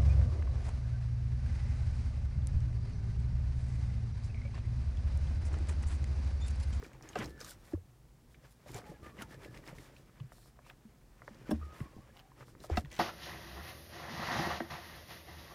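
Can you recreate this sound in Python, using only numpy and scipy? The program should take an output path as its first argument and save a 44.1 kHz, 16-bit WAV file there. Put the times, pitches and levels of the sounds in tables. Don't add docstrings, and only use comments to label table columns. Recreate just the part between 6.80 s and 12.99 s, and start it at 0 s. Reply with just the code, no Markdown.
import sys
import numpy as np
from scipy import signal
from scipy.fft import rfft, irfft, next_fast_len
from scipy.io import wavfile
from scipy.ndimage import uniform_filter1d, map_coordinates

SR = 44100
rng = np.random.default_rng(int(sys.argv[2]) if len(sys.argv) > 2 else 0)


def to_linear_factor(level_db):
    exponent = np.asarray(level_db, float) / 20
    return 10 ** exponent


def to_wav(s):
    ch = np.atleast_2d(s).T
    pcm = np.round(np.clip(ch, -1, 1) * 32767)
    wavfile.write(sys.argv[1], SR, pcm.astype(np.int16))


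N = 272979

# time in seconds, motion level in dB, resting pressure in dB.
STROKE = [(0.0, -57.5, -65), (0.31, -60, -70), (0.47, -48.5, -72), (0.65, -60, -62), (1.02, -70, -78),
          (1.57, -65, -76.5), (1.74, -74.5, -75), (1.93, -55.5, -61.5), (2.1, -57.5, -68),
          (2.86, -54.5, -68.5), (3.09, -61.5, -68), (3.79, -69, -74), (4.26, -66.5, -73.5), (4.6, -59, -64),
          (5.03, -60.5, -63), (5.41, -66, -72), (6.0, -54, -74), (6.19, -65, -61)]
# start in seconds, hold in seconds, boot level in dB, skin level in dB,
# extra level of the skin's top octave in dB.
PUSHES = [(0.042, 0.015, -58, -64, -7), (0.14, .001, -64.5, -75, -12), (0.232, 0.25, -57.5, -68, -5.5),
          (0.362, 0.082, -45, -57.5, -8.5), (0.485, 0.0086, -62.5, -66.5, -2),
          (0.608, 0.045, -58, -57.5, -6), (0.68, 0.031, -60, -56, 0.5), (4.93, .03, -61, -69.5, -9),
          (3.863, .03, -68, -70, -4.5), (0.81, .02, -67, -73, -4), (0.85, 0.074, -65, -70.5, -1),
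          (1.528, .001, -72, -75, -.2), (1.658, 0.0024, -62, -68.5, -9), (1.72, .001, -72, -72.5, 3.5),
          (3.396, 0.0037, -67, -78, -10), (3.519, 0.16, -71, -71.5, 0.5), (3.894, .001, -62, -69, -4),
          (4.49, .001, -66, -70, -10), (4.685, 0.033, -54.5, -66, -6), (4.947, 0.068, -58, -67.5, 0),
          (5.37, 0.019, -62.5, -74, -1), (5.611, 0.0043, -55.5, -67, -5), (5.696, .001, -68, -68, -1.5),
          (5.847, .001, -58.5, -59, -1), (5.903, 0.043, -52.5, -63, -9), (5.974, 0.011, -45, -53, -2),
          (6.12, 0.067, -57, -65.5, -1)]
# start in seconds, hold in seconds, boot level in dB, skin level in dB.
WIGGLE = [(1.881, 0.037, -62, -62.5), (1.969, 0.0045, -48.5, -56.5), (2.07, 0.035, -61, -68),
          (2.24, 0.038, -57, -69), (2.416, 0.00064, -47, -62), (2.527, 0.0013, -55.5, -64.5),
          (2.643, .001, -55.5, -63.5), (2.767, 0.0011, -56.5, -65), (2.889, .001, -52, -61),
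          (2.956, 0.11, -60.5, -66), (3.184, .001, -64, -69.5)]
# frequency in Hz, density in dB per Hz.
MOTION_SPECTRUM = [(21, -29), (35, -1.5), (91, -4), (130, -2), (239, -12), (335, -6.5), (379, -12),
                   (520, -15), (680, -28), (1140, -120)]
CREAK_SPECTRUM = [(210, -42), (350, -5.5), (956, -5.5), (1040, -6), (1200, -7.5), (1540, -7.5), (1770, -6),
                  (2690, -13.5), (3600, -20.5), (4680, -41), (7920, -120)]
SKIN_SPECTRUM = [(1900, -19), (3300, -1), (5500, 0.5), (7500, -7.5), (9000, -44)]
SKIN_TOP_SPECTRUM = [(6800, -17.5), (8500, -7.5), (12000, -11), (15500, -14)]
HUSH_SPECTRUM = [(13, -30), (22, -18), (37, 0.5), (59, 2.5), (87, -22), (125, 3), (169, -12.5), (242, -10),
                 (302, -24), (409, -23.5), (482, -25), (771, -22.5), (1710, -33.5), (7000, -35),
                 (16000, -39)]
# centre in Hz, width in Hz, level in dB.
BOOT_MODES = [(548, 170, 3), (900, 350, -6), (1235, 280, -0.5), (1740, 420, -9), (2350, 270, -5),
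              (2940, 400, -8.5)]
# start in seconds, peak in dB, pitch in Hz.
RATTLES = [(0.0514, -45.5, 1760), (0.278, -51, 1700), (0.332, -48.5, 2940), (0.385, -40, 1740),
           (0.579, -53, 1500), (0.615, -46, 1350), (0.676, -55, 1390), (2.545, -55, 2100),
           (2.883, -45.5, 2100), (0.405, -43.5, 3150), (2.041, -55, 1450), (0.593, -50, 1620),
           (0.607, -46, 1550), (0.6466, -48, 1290), (0.6648, -49, 1390), (0.686, -49, 1560),
           (0.716, -49, 1460), (1.545, -53.5, 2320), (1.8916, -50, 2120), (1.958, -48, 1720),
           (2.017, -51, 1410), (2.264, -47, 1840), (2.3887, -43.5, 2070), (2.4214, -39.5, 1400),
           (2.5081, -48.5, 1713), (2.6479, -42, 2050), (2.743, -49, 2000), (2.7736, -49, 2140),
           (2.9845, -45, 2070), (3.1652, -51.5, 2500), (3.4014, -52, 2680), (3.8997, -47, 1580),
           (3.8995, -46, 2590), (5.0038, -46, 2000), (5.005, -51, 1600), (0.046, -49, 2350),
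           (0.001, -53, 2270), (6.177, -51, 2000), (2.092, -55, 1900), (2.4, -45, 1850), (0.624, -49, 1500),
           (5.956, -42, 1980), (6.049, -48.5, 1860)]
# start in seconds, peak in dB, pitch in Hz, t60 in seconds.
CLACKS = [(0.459, -43, 527, 0.034), (0.934, -51, 1700, 0.017), (0.924, -52, 810, 0.018),
          (0.951, -51.5, 1090, 0.028), (1.985, -48, 696, 0.053), (1.893, -51, 900, .03),
          (2.545, -50, 554, .03), (1.8615, -48, 600, 0.05), (1.947, -49, 740, 0.037),
          (1.962, -45.5, 708, 0.24), (2.117, -46, 562, 0.047), (2.369, -56, 1260, 0.043),
          (2.658, -44.5, 560, 0.051), (4.693, -41, 570, 0.029), (4.711, -35.5, 600, 0.077),
          (5.84, -45, 1100, 0.03), (5.844, -41, 610, 0.022), (5.9, -28.5, 660, 0.014),
          (5.9765, -36, 1000, 0.02)]
# centre in Hz, width in Hz, level in dB.
CONSOLE_MODES = [(750, 24, -11), (1280, 46, -3), (1470, 15, -14), (2000, 51, -16), (2760, 48, -21),
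                 (3500, 54, -7), (4290, 25, -60), (4860, 60, -23), (5240, 60, -10)]
# start in seconds, peak in dB, pitch in Hz.
TAPS = [(0.026, -41, 475), (0.095, -55, 800), (0.117, -51, 530), (0.15, -49.5, 900), (0.17, -60, 900),
        (0.21, -45.5, 786), (0.3, -47, 510), (0.235, -52, 700), (0.313, -54, 500), (2.95, -52, 900),
        (3.401, -51, 1070), (3.909, -47, 750), (5.398, -54, 800), (5.372, -52, 800), (3.773, -60, 730),
        (4.551, -58, 550), (2.042, -53, 2100), (2.84, -52, 1880), (2.876, -45, 470), (3.52, -44.5, 674),
        (3.583, -54, 694), (3.658, -52.5, 657), (3.79, -48, 655), (3.865, -50.5, 930), (4.419, -40.5, 676),
        (4.4786, -35.5, 545), (5.362, -50, 780), (5.518, -52, 1000), (5.608, -44.5, 470), (5.682, -50, 535),
        (5.751, -47, 480), (6.057, -49, 1910)]
# frequency in Hz, level in dB, t60 in seconds.
TRIM_MODES = [(900, -2, .012), (1200, -1, .011), (1550, -1, .01), (1900, 0, .011), (2200, -3, .008)]
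# start in seconds, peak in dB, pitch in Hz, t60 in seconds.
KNOCKS = [(0.028, -42, 440, 0.032), (0.362, -33, 440, 0.03), (0.064, -44, 292, 0.037),
          (0.39, -36, 215, .05), (0.243, -48.5, 324, 0.088), (0.61, -47.5, 482, 0.043),
          (0.975, -51.5, 480, 0.03), (4.481, -44, 540, .04), (0.372, -39.5, 328, 0.073),
          (0.41, -39, 300, .08), (5.057, -47.5, 294, 0.026), (5.188, -51.5, 199, 0.046),
          (4.052, -49, 223, 0.065), (4.51, -48.5, 216, 0.055), (4.693, -29.5, 272, 0.038),
          (4.711, -26.5, 296, 0.093), (5.166, -37.5, 196, 0.0083), (5.9, -37.5, 336, 0.12),
          (5.977, -24.5, 245, 0.019), (4.716, -27.5, 224, 0.11), (5.005, -38.5, 278, 0.032)]
# start in seconds, peak in dB, pitch in Hz,
# t60 in seconds.
BUMPS = [(1.903, -43.5, 323, 0.039), (1.953, -42.5, 404, 0.04), (2.033, -52.5, 433, 0.047),
         (2.093, -52, 431, 0.044), (2.115, -46, 343, 0.053), (2.217, -55, 363, 0.037),
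         (2.265, -48, 330, 0.04), (2.345, -56, 339, 0.04), (2.368, -55, 334, 0.04),
         (2.391, -46, 214, 0.053), (2.421, -40.5, 269, 0.032), (2.51, -48, 280, 0.034),
         (2.594, -55, 345, 0.046), (2.627, -47, 369, 0.04), (2.655, -46, 336, 0.04),
         (2.683, -46, 318, 0.043), (2.745, -55, 310, 0.04), (2.79, -51.5, 560, 0.046),
         (2.832, -57, 304, 0.04), (2.85, -54, 333, 0.037), (2.875, -46.5, 317, 0.028),
         (2.928, -48, 554, 0.036), (2.995, -49, 296, 0.04)]
# start in seconds, peak in dB, centre in Hz.
TICKS = [(0.1331, -53, 6400), (0.1341, -52, 2300), (0.2251, -46, 5600), (0.2899, -37, 6500),
         (0.3557, -40, 4700), (0.3891, -36, 5900), (0.4467, -41, 4200), (0.4586, -40, 4900),
         (0.5781, -56, 5400), (0.6047, -38, 5900), (0.6131, -35, 5100), (0.6281, -48, 5900),
         (0.6469, -38, 6800), (0.6651, -41, 5900), (0.7351, -52, 6100), (0.9331, -58, 5400),
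         (1.9451, -38, 7200), (1.9455, -42, 3600), (2.4211, -36, 3000), (2.4214, -39, 9900),
         (2.4251, -39, 5000), (2.5444, -53, 5600), (2.6341, -52, 3400), (2.6481, -50, 4100),
         (2.7471, -50, 5600), (2.7753, -48, 5600), (2.8661, -52, 3600), (2.8768, -44, 5300),
         (3.1655, -57, 4500), (3.4009, -55, 3400), (3.8991, -47, 2500), (4.5466, -55, 4800),
         (4.7081, -41, 8800), (4.7135, -41, 2800), (4.7149, -39, 9400), (5.3681, -48, 3000),
         (5.3731, -49, 2800), (5.3935, -47, 3000), (5.3991, -50, 3000), (5.8036, -50, 4100),
         (5.8385, -48, 4800), (5.8991, -48, 5000), (5.9721, -31, 3800), (5.9791, -38, 3400),
         (6.0491, -51, 3400), (6.0571, -53, 3400), (6.1031, -56, 4400)]
# start in seconds, peak in dB,
# brightness in dB per octave.
PULLED = [
    (0.3553, -35, 1),
    (0.3578, -26, -4),
    (0.356, -34, -1),
    (5.9718, -24, 2),
    (5.9748, -22, -3),
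]
NUDGED = [
    (4.7105, -29, 0),
    (4.7135, -33, 2.2),
]
# frequency in Hz, level in dB,
# t60 in seconds.
PULLED_MODES = [(736, -0.5, 0.03), (1290, -5, .03), (1538, -5, 0.021), (1920, -9.5, 0.024),
                (2680, -11.5, 0.026), (3638, -16.5, 0.025), (4270, -17.5, .03), (4780, -17, 0.017),
                (5250, -16, 0.018)]
NUDGED_MODES = [(621, -3, .06), (460, -4, .05), (800, 1.5, 0.037), (1068, -9, 0.052), (1600, -5.5, 0.037),
                (3450, -11, 0.025), (4930, -17.5, 0.021), (5450, -15, .025)]
# start in seconds, end in seconds, from in Hz, to in Hz, level in dB.
SLIDES = [
    (3.54, 3.63, 4100, 4400, -77),
    (3.6, 3.68, 3900, 4800, -75.5),
    (3.63, 3.7, 5600, 5100, -77),
    (3.81, 3.91, 2100, 2900, -71.5),
    (2.04, 2.075, 1300, 1900, -66),
    (0.372, .42, 2800, 3300, -57),
]
# start in seconds, peak in dB, pitch in Hz,
# t60 in seconds.
THUDS = [(0.399, -42.5, 122, 0.38), (0.459, -40.5, 65.3, 0.3), (0.943, -31.5, 87.5, 0.17),
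         (1.892, -52, 126, 0.25), (1.947, -44, 112, 0.15), (3.439, -41.5, 129, 0.11),
         (5.608, -51.5, 126, 0.25), (5.979, -30.5, 77.5, 0.067), (6.039, -41.5, 142, 0.12),
         (4.734, -33.5, 76, 0.41), (4.81, -40.5, 71.3, 0.41), (5.012, -30.5, 125.4, 0.041),
         (5.914, -26.5, 75.5, 0.22), (5.03, -42.5, 61, 0.1), (5.18, -50, 58.5, 0.22),
         (6.07, -45, 57.6, 0.13)]
# start in seconds, peak in dB, pitch in Hz, t60 in seconds.
CUSHIONED = [
    (0.933, -26.5, 317, 0.016),
    (0.934, -42.5, 576, 0.013),
    (3.404, -35.5, 129, 0.03),
    (4.72, -28, 291, 0.022),
    (4.712, -39.5, 145, 0.034),
    (2.787, -47.5, 142, 0.022),
    (2.688, -49, 119, 0.024),
    (2.922, -44.5, 159, 0.023),
    (2.091, -43.5, 163, 0.024),
]
# start in seconds, end in seconds, pitch in Hz, level in dB, waver 0-1.
SQUEAKS = [(0.48, 0.645, 1745, -68.5, 0.2), (2.14, 2.213, 834, -75, 0.46), (2.3, 2.357, 1157, -70, 0.7),
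           (2.655, 2.716, 1740, -73, 0.6), (2.055, 2.12, 845, -61.5, 0.05), (2.136, 2.17, 1676, -70, 0.1),
           (2.221, 2.295, 1210, -60.5, 0.3), (2.241, 2.314, 1794, -68, 0.5), (2.413, 2.468, 900, -63, 0.6),
           (2.503, 2.57, 1756, -67, 0.9), (4.651, 4.704, 1504, -68, 0.5), (4.812, 4.87, 1270, -60.5, 0.9),
           (4.865, 4.987, 1268, -63.5, 0.5), (4.98, 5.126, 1104, -63, 0.77), (5.173, 5.21, 793, -71, 0.9),
           (5.205, 5.265, 1143, -71, 0.6), (5.409, 5.514, 770, -71, 0.5), (6.107, 6.185, 1990, -64.5, 0.24),
           (5.13, 5.2, 1085, -74, .8), (4.83, 4.87, 1920, -73, 0.5), (5.298, 5.311, 1720, -74, .5)]
# frequency in Hz, t60 in seconds.
CABIN_T60 = [(100, 0.25), (1000, 0.034), (10000, 0.045)]

TOP_HZ = 15850
HUSH_DB = -62
SKIN_REST_DB, REST_TOP_DB, WIGGLE_TOP_DB = -9.5, -6.5, -3.5
RISE_S, FALL_S, SEIZE = 0.082, 0.055, 4.5
CHATTER_S, CHATTER_GAP_S, CHATTER_DB, CHATTER_HZ = 6.116, 0.0123, -46, 6000
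TAP_T60_S, TAP_SCATTER_DB, TAP_DETUNE = 0.018, 1.5, 0.04
HARD_DB, DULLING = -39.5, 0.37
CUSHION_S = 0.05


def unit(x):
    return x / np.sqrt(np.mean(x ** 2) + 1e-20)


def along(points, hz):
    f, v = np.transpose(points)
    return np.interp(np.log(hz + 1), np.log(f + 1), v)


def curves(rows):
    s, *cols = np.transpose(rows)
    return [np.interp(np.arange(N) / SR, s, c) for c in cols]


def wobble(rate_hz):
    knots = rng.standard_normal(int(N * rate_hz / SR) + 4)
    return map_coordinates(knots, [np.arange(N) * rate_hz / SR])


def filtered(x, response):
    m = next_fast_len(len(x) + 4096)
    return irfft(rfft(x, m) * response(np.fft.rfftfreq(m, 1 / SR)), m)[:len(x)]


def resonance(hz, centre_hz, width_hz):
    return 1j * hz * width_hz / (centre_hz ** 2 - hz ** 2 + 1j * hz * width_hz)


def coloured(x, spectrum):
    low_hz, high_hz = spectrum[0][0], min(spectrum[-1][0], TOP_HZ)
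    return unit(filtered(x, lambda hz: to_linear_factor(along(spectrum, hz)) * ((hz > low_hz) & (hz < high_hz))))


def grit(rate_hz, spread_db, smooth):
    happens = rng.random(N) < rate_hz / SR
    size = to_linear_factor(spread_db * rng.exponential(size=N).clip(0, 4))
    return unit(happens * size * rng.standard_normal(N)) + smooth * rng.standard_normal(N)


def add(track, s, db, sound):
    part = track[round(s * SR):][:len(sound)]
    part += to_linear_factor(db) * sound[:len(part)] / np.abs(sound).max()


def swings(rows, rise_s, order=1):
    out, t = np.zeros(N), np.arange(SR // 2) / SR
    for s, db, hz, t60_s in rows:
        onset = (1 - np.exp(-t / rise_s)) ** order
        add(out, s, db, np.sin(2 * np.pi * hz * t) * to_linear_factor(-60 * t / t60_s) * onset)
    return out


def skips():
    return [(CHATTER_S + CHATTER_GAP_S * k, CHATTER_DB + 1.5 * rng.normal()) for k in [0, 1, 2, 3, 4, 5.3]]


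def hush():
    drift_db = 0.5 * wobble(2.5)
    return to_linear_factor(HUSH_DB + drift_db) * coloured(rng.standard_normal(N), HUSH_SPECTRUM)


def pushed(rest_db, peaks_db, loudest=True):
    t, out = np.arange(N) / SR, rest_db + np.zeros(N)
    for (s, hold_s, *_), db in zip(PUSHES + WIGGLE, peaks_db):
        rise_s = RISE_S / (1 + SEIZE * hold_s / RISE_S)
        share = np.interp(t, [s - rise_s, s, s + hold_s, s + hold_s + FALL_S], [0, 1, 1, 0])
        level = rest_db + share * (db - rest_db)
        out = np.maximum(out, level) if loudest else out + level - rest_db
    return out


def crackle():
    out = np.zeros(N)
    for centre_hz, width_hz, db in BOOT_MODES:
        slips = grit(rate_hz=130, spread_db=3.0, smooth=0)
        out += to_linear_factor(db) * unit(filtered(slips, lambda hz: resonance(hz, centre_hz, width_hz) ** 2))
    return unit(out)


def rubbing():
    motion_db, rest_db = curves(STROKE)
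    moves = PUSHES + WIGGLE
    creak_db = pushed(rest_db, [row[2] for row in moves])
    slide_db = pushed(rest_db + SKIN_REST_DB, [row[3] for row in moves])
    tops_db = [row[4] for row in PUSHES] + [WIGGLE_TOP_DB] * len(WIGGLE)
    top_db = pushed(REST_TOP_DB, tops_db, loudest=False)

    swing_db = creak_db - uniform_filter1d(creak_db, size=SR // 4)
    lumps_db = 0.3 * swing_db + 1.5 * wobble(30)
    rumble = coloured(grit(rate_hz=300, spread_db=2.5, smooth=0.89), MOTION_SPECTRUM)
    motion = to_linear_factor(motion_db + lumps_db) * rumble

    leather = coloured(grit(rate_hz=1200, spread_db=3.0, smooth=2.26), CREAK_SPECTRUM)
    creak = to_linear_factor(creak_db - 2.0 + 1.93 * wobble(60)) * (0.91 * leather + 0.46 * crackle())

    skin, flutter_db = grit(rate_hz=1800, spread_db=3, smooth=1.33), 0.7 * wobble(60)
    hiss = coloured(skin, SKIN_SPECTRUM) + to_linear_factor(top_db) * coloured(skin, SKIN_TOP_SPECTRUM)
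    return motion + creak + to_linear_factor(slide_db - 1.87 + flutter_db) * hiss


def strikes(rows, breadth, tone):
    out, t = np.zeros(N), np.arange(SR // 8) / SR

    def panel(hz):
        modes = enumerate(CONSOLE_MODES)
        return 0.49 + sum((-1) ** k * to_linear_factor(d) * resonance(hz, c, w) for k, (c, w, d) in modes)

    for s, db, centre_hz, t60_s in rows:
        def response(hz):
            near = resonance(hz, centre_hz, breadth * centre_hz) ** 2
            return panel(hz) * near / (1 + 1j * hz / (1.95 * centre_hz)) ** 2

        fade = to_linear_factor(-60 * t / t60_s) * (1 - np.exp(-t / 0.0012))
        ring = filtered(rng.standard_normal(len(t)) * fade, response)
        add(out, s - 0.001, db, unit(ring) + tone * unit(fade * np.sin(2 * np.pi * centre_hz * t)))
    return out


def clacks():
    rattles = [(s, db, hz, 0.016 * to_linear_factor(0.18 * (db + 42.5))) for s, db, hz in RATTLES]
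    shaken = [(s, db - 0.5, 2900, 0.03) for s, db in skips()]
    out = strikes(CLACKS, breadth=0.82, tone=0.99)
    out += strikes(shaken, breadth=0.95, tone=0.28)
    return out + strikes(rattles, breadth=0.62, tone=0.95)


def taps():
    out, t = np.zeros(N), np.arange(SR // 16) / SR

    def ring(hz, t60_s):
        return np.sin(2 * np.pi * hz * t) * to_linear_factor(-60 * t / t60_s) * (1 - np.exp(-t * hz / 0.9))

    for s, db, own_hz in TAPS:
        sound = ring(own_hz, TAP_T60_S)
        level_luck, pitch_luck = rng.standard_normal((2, len(TRIM_MODES)))
        for k, (hz, mode_db, t60_s) in enumerate(TRIM_MODES):
            level_db = mode_db + TAP_SCATTER_DB * level_luck[k] + k * DULLING * min(db - HARD_DB, 0)
            sound += (-1) ** k * to_linear_factor(level_db) * ring(hz * (1 + TAP_DETUNE * pitch_luck[k]), t60_s)
        add(out, s - 0.0005, db, sound)
    return out


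def knocks():
    return swings(KNOCKS + BUMPS, rise_s=0.0012)


def ticks():
    out, t = np.zeros(N), np.arange(SR // 32) / SR
    chatter = [(s, db, CHATTER_HZ) for s, db in skips()]
    for s, db, centre_hz in TICKS + chatter:
        def response(hz):
            return resonance(hz, centre_hz, 0.95 * centre_hz) ** 2 + 0.2 * resonance(hz, 14000, 9000)

        snap = rng.standard_normal(len(t)) + 0.4 * np.sin(2 * np.pi * centre_hz * t)
        add(out, s - 0.0005, db, filtered(snap * to_linear_factor(-60 * t / 0.011), response))
    return out


def stops(blows, modes):
    out, t = np.zeros(N), np.arange(SR // 8) / SR
    for s, db, tilt_db in blows:
        ring = np.zeros(len(t))
        for hz, mode_db, t60_s in modes:
            level_db = mode_db + tilt_db * np.log2(hz / modes[0][0])
            ring += to_linear_factor(level_db - 60 * t / t60_s) * np.sin(2 * np.pi * hz * t)
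        add(out, s, db, ring * (1 - np.exp(-t / 0.0004)))
    return out


def slides():
    out, a, b = np.zeros(N), unit(wobble(700)), unit(wobble(700))
    for start, end, from_hz, to_hz, db in SLIDES:
        at = np.arange(round(start * SR), round(end * SR))
        phase = 2 * np.pi * np.cumsum(np.linspace(from_hz, to_hz, len(at))) / SR
        band = a[at] * np.sin(phase) + b[at] * np.cos(phase)
        out[at] += to_linear_factor(db) * np.hanning(len(at)) ** 0.5 * band
    return out


def thuds():
    return swings(THUDS, rise_s=0.0043) + swings(CUSHIONED, CUSHION_S, order=3)


def squeaks():
    out, pitch, size, fuzz = np.zeros(N), wobble(160), wobble(190), wobble(450)
    grip_db = 2.2 * wobble(70)
    for start, end, hz, db, waver in SQUEAKS:
        at = np.arange(round(start * SR), round(end * SR))
        u = np.linspace(0, 1, len(at))
        scoop = 0.05 * waver * np.exp(-(at / SR - start) / 0.03)
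        phase = 2 * np.pi * np.cumsum(hz * (1 - scoop + 0.029 * waver * pitch[at])) / SR
        shape = np.sin(np.pi * u ** 0.64) ** 0.5 * to_linear_factor(db + 4.5 + waver * grip_db[at])
        shape *= 1 + 0.73 * waver * size[at]
        tone = np.sin(phase) + 0.063 * np.sin(2 * phase)
        out[at] += shape * (tone + 0.5 * waver * fuzz[at] * np.cos(phase))
    return out


def cabin(x):
    hz, t, z = signal.stft(rng.standard_normal(SR // 3), SR, nperseg=256)
    decay = to_linear_factor(-60 * t / along(CABIN_T60, hz)[:, None])
    tail = signal.istft(z * decay, SR, nperseg=256)[1]
    return signal.fftconvolve(np.pad(x, (130, 0)), tail / np.linalg.norm(tail))[:N]


def scene():
    steady = hush() + rubbing()
    sharp = clacks() + taps() + ticks() + slides() + squeaks()
    sharp += stops(PULLED, PULLED_MODES) + stops(NUDGED, NUDGED_MODES)
    knocking = knocks()
    echo = cabin(to_linear_factor(-7.5) * sharp + to_linear_factor(-13.5) * knocking)
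    return (sharp + knocking + echo + thuds() + steady)[None]


def top_cut(x):
    return signal.sosfilt(signal.butter(12, 16470, fs=SR, output="sos"), x)


def record(dry):
    edge = lambda hz: np.where(hz < TOP_HZ, 1, to_linear_factor(-14) * (hz < 1.04 * TOP_HZ))
    mix = filtered(dry[0], edge)[None]
    return top_cut(mix)


dry = scene()
out = record(dry)
to_wav(out)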